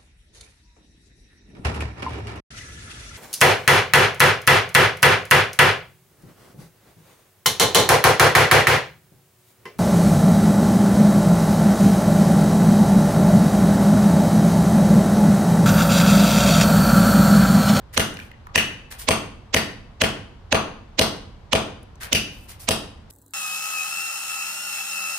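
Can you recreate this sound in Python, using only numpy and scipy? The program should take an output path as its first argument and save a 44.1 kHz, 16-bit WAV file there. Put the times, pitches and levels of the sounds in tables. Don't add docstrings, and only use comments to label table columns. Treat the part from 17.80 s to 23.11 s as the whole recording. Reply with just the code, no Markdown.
import sys
import numpy as np
from scipy import signal
from scipy.fft import rfft, irfft, next_fast_len
from scipy.io import wavfile

SR = 44100
rng = np.random.default_rng(int(sys.argv[2]) if len(sys.argv) > 2 else 0)


def unload_audio(sound):
    columns = np.transpose(np.atleast_2d(sound))
    steps = np.round(np.clip(columns, -1, 1) * 32767)
    wavfile.write(sys.argv[1], SR, steps.astype(np.int16))


N = 234198

# hz, density_db_per_hz
AIR_SPECTRUM = [(20, 2.5), (50, 3), (95, 1.5), (160, -8.5), (280, -18), (500, -18), (1000, -19.5),
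                (2000, -29.5), (4000, -34.5), (8000, -47.5), (15000, -60)]
# hz, likeness (correlation, held within +-0.99), left_minus_right_db
MIC_PAIR = [(60, 0.94, -0.5), (200.6, 1, -4.5), (494, 0.36, 2), (1100, 0.38, 3), (2450, 0.12, 2),
            (5000, 0.017, 0.5), (12000, 0.033, -0.5)]
# start_s, length_s, level_db (before colour), crunch_db
SCUFF_STROKES = [(0.126, .018, -38, 3.5), (0.368, .09, -56, 4.5), (1.103, 0.014, -35.5, 4),
                 (1.18, 0.038, -38.5, -1.5), (4.2, 0.052, -38.5, 6.5), (4.513, 0.14, -63.5, -16),
                 (4.676, 0.046, -44.5, 1), (4.789, .05, -45.5, -3.5), (5.299, 0.008, -40, -11)]
# hz, level_db
SCUFF_SPECTRUM = [(200, -9.5), (700, -5.5), (1600, 4), (3200, 3), (5000, 4), (7500, 2.5), (10000, 9.5),
                  (11800, -10), (14000, 12), (16000, -22)]
# start_s, strength_db, knock_db (high square, low glancing), brightness_db_per_octave,
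# stone_hz (resonance of the struck spot), stone_db (its lift), head_db (ring of the head)
AXE_BLOWS = [(0.1765, 0.6, -4, 1, 1560, 7, -13.5), (0.7575, -3, -4.5, 2.5, 1900, 14.5, 2),
             (1.2871, 0.5, 0.5, 1.5, 1100, 4.5, -7), (1.7442, 0.1, -1.5, 1, 1830, 8, -6),
             (2.2169, 0.95, -0.6, -1.3, 2120, 4, -24.5), (2.726, 0.5, 3, -3, 1150, 6, -16),
             (3.1929, 2, 2, 0.3, 4120, 5, -23), (3.7311, 0, 3.5, -2.5, 7200, 3, -16.5),
             (4.329, -1.6, -6.5, 2.5, 5820, 5.5, 0), (4.8881, -2.5, 0.3, 3, 3540, 2.5, -17)]
# hz, level_db
SWELL_SPECTRUM = [(60, 3), (250, 30), (600, 33), (1200, 21.5), (2200, 34), (3500, 30.5), (6500, 25.5),
                  (8000, 17.5), (9000, -6.5), (15000, -20)]
# hz, level_db
CRACK_SPECTRUM = [(40, -4.5), (120, -4.5), (290, 15), (390, 12.5), (560, 19.5), (1100, 22.5), (1900, 18.5),
                  (3000, 24.5), (4500, 11), (6200, 15), (7500, 8.5), (10000, 13), (12000, -14.5),
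                  (15000, 2.5)]
# pitch_hz, level_db, t60_s
THUD_MODES = [(93.2, -27.5, 0.37), (254.2, -18, 0.14), (533.5, -18, 0.092), (599, -19, 0.045),
              (1108, -13, 0.011)]
# pitch_hz, level_db, t60_s
HEAD_MODES = [(2440, -22, 0.019), (2527, -34.5, 0.14), (2631, -25.5, 0.099), (2777, -23.5, 0.06),
              (2920, -25, 0.066), (4670, -35, 0.24), (5130, -24, 0.015), (5700, -33.5, .05),
              (6240, -15.5, 0.022), (6480, -23.5, .07), (6750, -40, 0.086), (8900, -30, .08),
              (9250, -33.5, 0.08), (10620, -30, 0.13)]
# pitch_hz, level_db, t60_s
STANDING_WAVES = [(94.6, -40.5, 1), (149, -35.5, 0.74), (184.3, -32, 0.38), (216.1, -37, 0.92),
                  (267, -36.5, 0.27), (296.2, -39, 0.33), (446.7, -34, 0.6), (475, -32, 0.079),
                  (651.4, -23.5, 0.28), (805, -34, 0.18), (1020, -48, 0.25), (1100, -36, 0.42)]
# hz, level_db, t60_s
YARD_ECHO = [(40, 16, .9), (100, 19.5, .8), (280, 25, 0.82), (412, 21.5, 0.58), (540, 22.5, 0.26),
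             (1100, 19, 0.6), (2180, 13.5, 0.48), (3120, 17.5, 0.8), (3700, 13, 0.2), (6200, 7, 0.48),
             (6900, 2, .5), (10300, 8.5, .44), (11660, -21, .4), (13030, 6, 0.36), (15500, -13, 0.25)]
# delay_s, level_db
WALL_ECHOES = [(0.019, -5.5), (0.0254, -7), (.0272, -11.5)]
# start_s, level_db, centre_hz
CHIP_TICKS = [(0.341, -22, 8900), (.370, -12, 2440), (0.39, -10.5, 1640), (0.4, -12.5, 2440),
              (.515, -18.5, 1880), (.669, -13, 1277), (4.03, -29.5, 10000), (4.156, -32, 6000)]

TAIL_S = np.arange(32768) / SR
BRIEF_S = TAIL_S[:1024]
AIR_RMS_DB = -43
SCUFF_ATTACK_S, SCUFF_RELEASE_S = 0.018, 0.02
SCUFF_TILT_DB_PER_OCTAVE, TILT_LOSS_PER_CRUNCH_DB = -0.62, 0.25
SWELL_DB = -14.5
CRUSH_DECAY_S, CRUSH_SHARE = 0.002, 0.48
KNOCK_HZ, KNOCK_WIDTH_OCTAVES = 750, 0.71
BRIGHT_FROM_HZ = 2650
EDGE_DB, EDGE_DB_PER_HEAD_DB = -2.5, 0.24
CUTOFF_HZ = 15500


def from_db(db):
    return 10 ** (np.asarray(db) / 20)


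def unit_energy(x):
    return x / np.sqrt(np.sum(x ** 2, axis=-1, keepdims=True) + 1e-20)


def at_hz(table, hz, column=1):
    table = np.array(table)
    return np.interp(np.log(np.maximum(hz, 1)), np.log(table[:, 0]), table[:, column])


def colour(x, spectrum):
    size = 4096
    hz = np.fft.rfftfreq(size, 1 / SR)
    cepstrum = irfft(np.log(from_db(at_hz(spectrum, hz))))
    cepstrum[1:size // 2] *= 2
    cepstrum[size // 2 + 1:] = 0
    response = irfft(np.exp(rfft(cepstrum)))[None, :size // 2]
    return signal.oaconvolve(np.atleast_2d(x), response, axes=1)


def resonate(x, hz, q):
    b, a = signal.iirpeak(hz, q, fs=SR)
    return signal.lfilter(b, a, x)


def add(track, start_s, sound):
    start = max(round(start_s * SR), 0)
    part = track[..., start:start + sound.shape[-1]]
    part += sound[..., :part.shape[-1]]


def stereo_noise(size):
    hz = np.fft.rfftfreq(size, 1 / SR)
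    alike = np.clip(at_hz(MIC_PAIR, hz), -0.99, 0.99)
    sides = np.array([[1], [-1]])
    mid, side = rfft(rng.standard_normal((2, size)))
    pan = from_db(sides * at_hz(MIC_PAIR, hz, column=2) / 2)
    pair = np.sqrt((1 + alike) / 2) * mid + sides * np.sqrt((1 - alike) / 2) * side
    return irfft(pan * pair, size)


def burst(decay_s):
    return unit_energy(stereo_noise(len(BRIEF_S)) * np.exp(-BRIEF_S / decay_s))


def ring(modes):
    sines = []
    for k, (hz, db, t60_s) in enumerate(modes):
        envelope = from_db(db - 60 * TAIL_S / t60_s)
        sines.append((-1) ** k * envelope * np.sin(2 * np.pi * hz * TAIL_S))
    return np.array(sines)


def background():
    run_in = len(BRIEF_S)
    noise = colour(stereo_noise(next_fast_len(N + run_in, True)), AIR_SPECTRUM)
    noise = noise[:, run_in:run_in + N]
    return from_db(AIR_RMS_DB) * noise / noise.std()


def scuffs(grain_db=2.1, grain_samples=110, crunch_hz=1700, crunch_q=1.9):
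    out = np.zeros((2, N))
    t = TAIL_S[:8192]
    for start_s, length_s, db, crunch_db in SCUFF_STROKES:
        attack = np.minimum(t / SCUFF_ATTACK_S, 1)
        release = np.exp(-np.maximum(t - length_s, 0) / SCUFF_RELEASE_S)
        steps = rng.standard_normal(len(t) // grain_samples + 1)
        grains = from_db(grain_db * np.repeat(steps, grain_samples)[:len(t)])
        noise = stereo_noise(len(t)) * grains
        noise = noise / noise.std()
        noise = noise + (from_db(crunch_db) - 1) * resonate(noise, crunch_hz, crunch_q)
        tilt = SCUFF_TILT_DB_PER_OCTAVE - TILT_LOSS_PER_CRUNCH_DB * crunch_db
        shape = [(hz, level_db + tilt * np.log2(hz / 4000)) for hz, level_db in SCUFF_SPECTRUM]
        add(out, start_s, from_db(db) * colour(attack * release * noise, shape))
    return out


def swell(decay_s=0.0045, left_db=-9, right_db=1):
    fade_in = np.minimum(2 * BRIEF_S / BRIEF_S[-1], 1)
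    rush = burst(decay_s)[:, ::-1] * fade_in
    return colour(rush, SWELL_SPECTRUM) * from_db([[left_db], [right_db]])


def blow_tone(knock_db, brightness_db_per_octave):
    hz = np.geomspace(100, 16000, 30)
    knock = np.exp(-0.5 * (np.log2(hz / KNOCK_HZ) / KNOCK_WIDTH_OCTAVES) ** 2)
    octaves_above = np.maximum(np.log2(hz / BRIGHT_FROM_HZ), 0)
    return np.c_[hz, knock_db * knock + brightness_db_per_octave * octaves_above]


def contact(tone, stone_hz, stone_db, stone_q=4.2, grain_low_cut_hz=2000, step_share=0.3):
    grains = unit_energy(rng.standard_normal(len(BRIEF_S)) * np.exp(-BRIEF_S / CRUSH_DECAY_S))
    high_pass = signal.butter(2, grain_low_cut_hz, "high", fs=SR, output="sos")
    grains = signal.sosfilt(high_pass, grains)
    force = unit_energy((BRIEF_S == 0) + CRUSH_SHARE * grains)
    for lag in rng.integers(5, 24, size=2):
        steps = np.r_[1, np.zeros(lag), step_share]
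        force = signal.lfilter(steps[::-1], steps, force)
    force = force + (from_db(stone_db) - 1) * resonate(force, stone_hz, stone_q)
    return colour(force, tone)


def axe(yard, ring_echo_db=-10, ring_direct_db=-2, scatter_db=2, scatter_decay_s=0.0015, edge_from_hz=4000):
    direct, radiated = np.zeros((2, N)), np.zeros((1, N))
    thud = ring(THUD_MODES).sum(axis=0) * from_db([[0.5], [-0.5]])
    body = thud + ring(STANDING_WAVES).sum(axis=0) * from_db([[1], [-2]])
    head_modes = ring(HEAD_MODES)
    is_edge = np.array(HEAD_MODES)[:, 0] > edge_from_hz
    for start_s, db, knock_db, brightness, stone_hz, stone_db, head_db in AXE_BLOWS:
        force = from_db(db) * contact(blow_tone(knock_db, brightness), stone_hz, stone_db)
        edge_db = EDGE_DB + EDGE_DB_PER_HEAD_DB * head_db
        mode_db = np.where(is_edge, edge_db, head_db) + rng.normal(0, 1, len(HEAD_MODES))
        head = np.sum(from_db(mode_db)[:, None] * head_modes, axis=0)
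        scatter = unit_energy((BRIEF_S == 0) + from_db(scatter_db) * burst(scatter_decay_s))
        crack = colour(scatter, CRACK_SPECTRUM)
        add(direct, start_s - BRIEF_S[-1], from_db(db + SWELL_DB) * swell())
        add(direct, start_s, signal.fftconvolve(force, crack, axes=1))
        add(direct, start_s, signal.fftconvolve(force, body, axes=1))
        add(direct, start_s, from_db(ring_direct_db) * head)
        add(radiated, start_s, force)
        add(radiated, start_s, from_db(ring_echo_db) * head)
    return direct + signal.fftconvolve(radiated, yard, axes=1)[:, :N]


def yard_response(gap_s=0.019, build_s=0.0017, gap_db=-10, early_db=4.5, early_decay_s=0.09):
    noise = rfft(stereo_noise(len(TAIL_S)))
    hz = np.fft.rfftfreq(len(TAIL_S), 1 / SR)
    centres_hz = np.geomspace(60, 15000, 7)
    tail = 0
    for centre_hz, weights in zip(centres_hz, np.eye(len(centres_hz))):
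        band = irfft(noise * at_hz(np.c_[centres_hz, weights], hz))
        t60_s = at_hz(YARD_ECHO, centre_hz, column=2)
        tail = tail + band * unit_energy(from_db(-60 * TAIL_S / t60_s))
    arrived = np.clip((TAIL_S - gap_s) / build_s, 0, 1)
    early = np.exp(-np.maximum(TAIL_S - 2 * gap_s, 0) / early_decay_s)
    tail = tail * from_db(gap_db * (1 - arrived) + early_db * early)
    for delay_s, db in WALL_ECHOES:
        add(tail, delay_s, from_db(db) * burst(0.0022))
    return colour(tail, YARD_ECHO)


def grit(count=7, level_db=-16, first_s=0.048, last_s=0.1, fade_db_per_s=-75,
         low_hz=2200, high_hz=8000, crumb_q=7):
    out = np.zeros((2, N))
    for blow in AXE_BLOWS:
        for when, pitch, strength in rng.random((count, 3)):
            flight_s = first_s + when * (last_s - first_s)
            crumb_hz = low_hz * (high_hz / low_hz) ** pitch
            crumb = unit_energy(resonate(burst(0.0005), crumb_hz, crumb_q))
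            gain = strength * from_db(level_db + fade_db_per_s * (flight_s - first_s))
            add(out, blow[0] + flight_s, gain * crumb)
    return out


def chips(contact_decay_s=0.0021, skirt_db_per_octave=-12, ring_db=9, q_per_hz=0.017 / np.pi):
    out = np.zeros((2, N))
    for start_s, db, hz in CHIP_TICKS:
        shape = [(hz * 2.0 ** octave, skirt_db_per_octave * abs(octave)) for octave in range(-2, 3)]
        tick = colour(burst(contact_decay_s), shape)
        tick = tick + from_db(ring_db) * resonate(tick, hz, hz * q_per_hz)
        add(out, start_s, from_db(db) * unit_energy(tick))
    return out


def scene(small_echo_db=-23):
    yard = yard_response()
    small = scuffs() + grit() + chips()
    small_echo = from_db(small_echo_db) * signal.fftconvolve(small, yard, axes=1)[:, :N]
    return background() + axe(yard) + small + small_echo


def record(dry, ceiling=0.71, low_cut_hz=28):
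    high_pass = signal.butter(2, low_cut_hz, "high", fs=SR, output="sos")
    x = signal.sosfilt(high_pass, dry)
    rounded = ceiling * np.tanh(x / ceiling)
    low_pass = signal.ellip(10, 0.3, 80, CUTOFF_HZ, fs=SR, output="sos")
    return signal.sosfilt(low_pass, rounded)


dry = scene()
out = record(dry)
unload_audio(out)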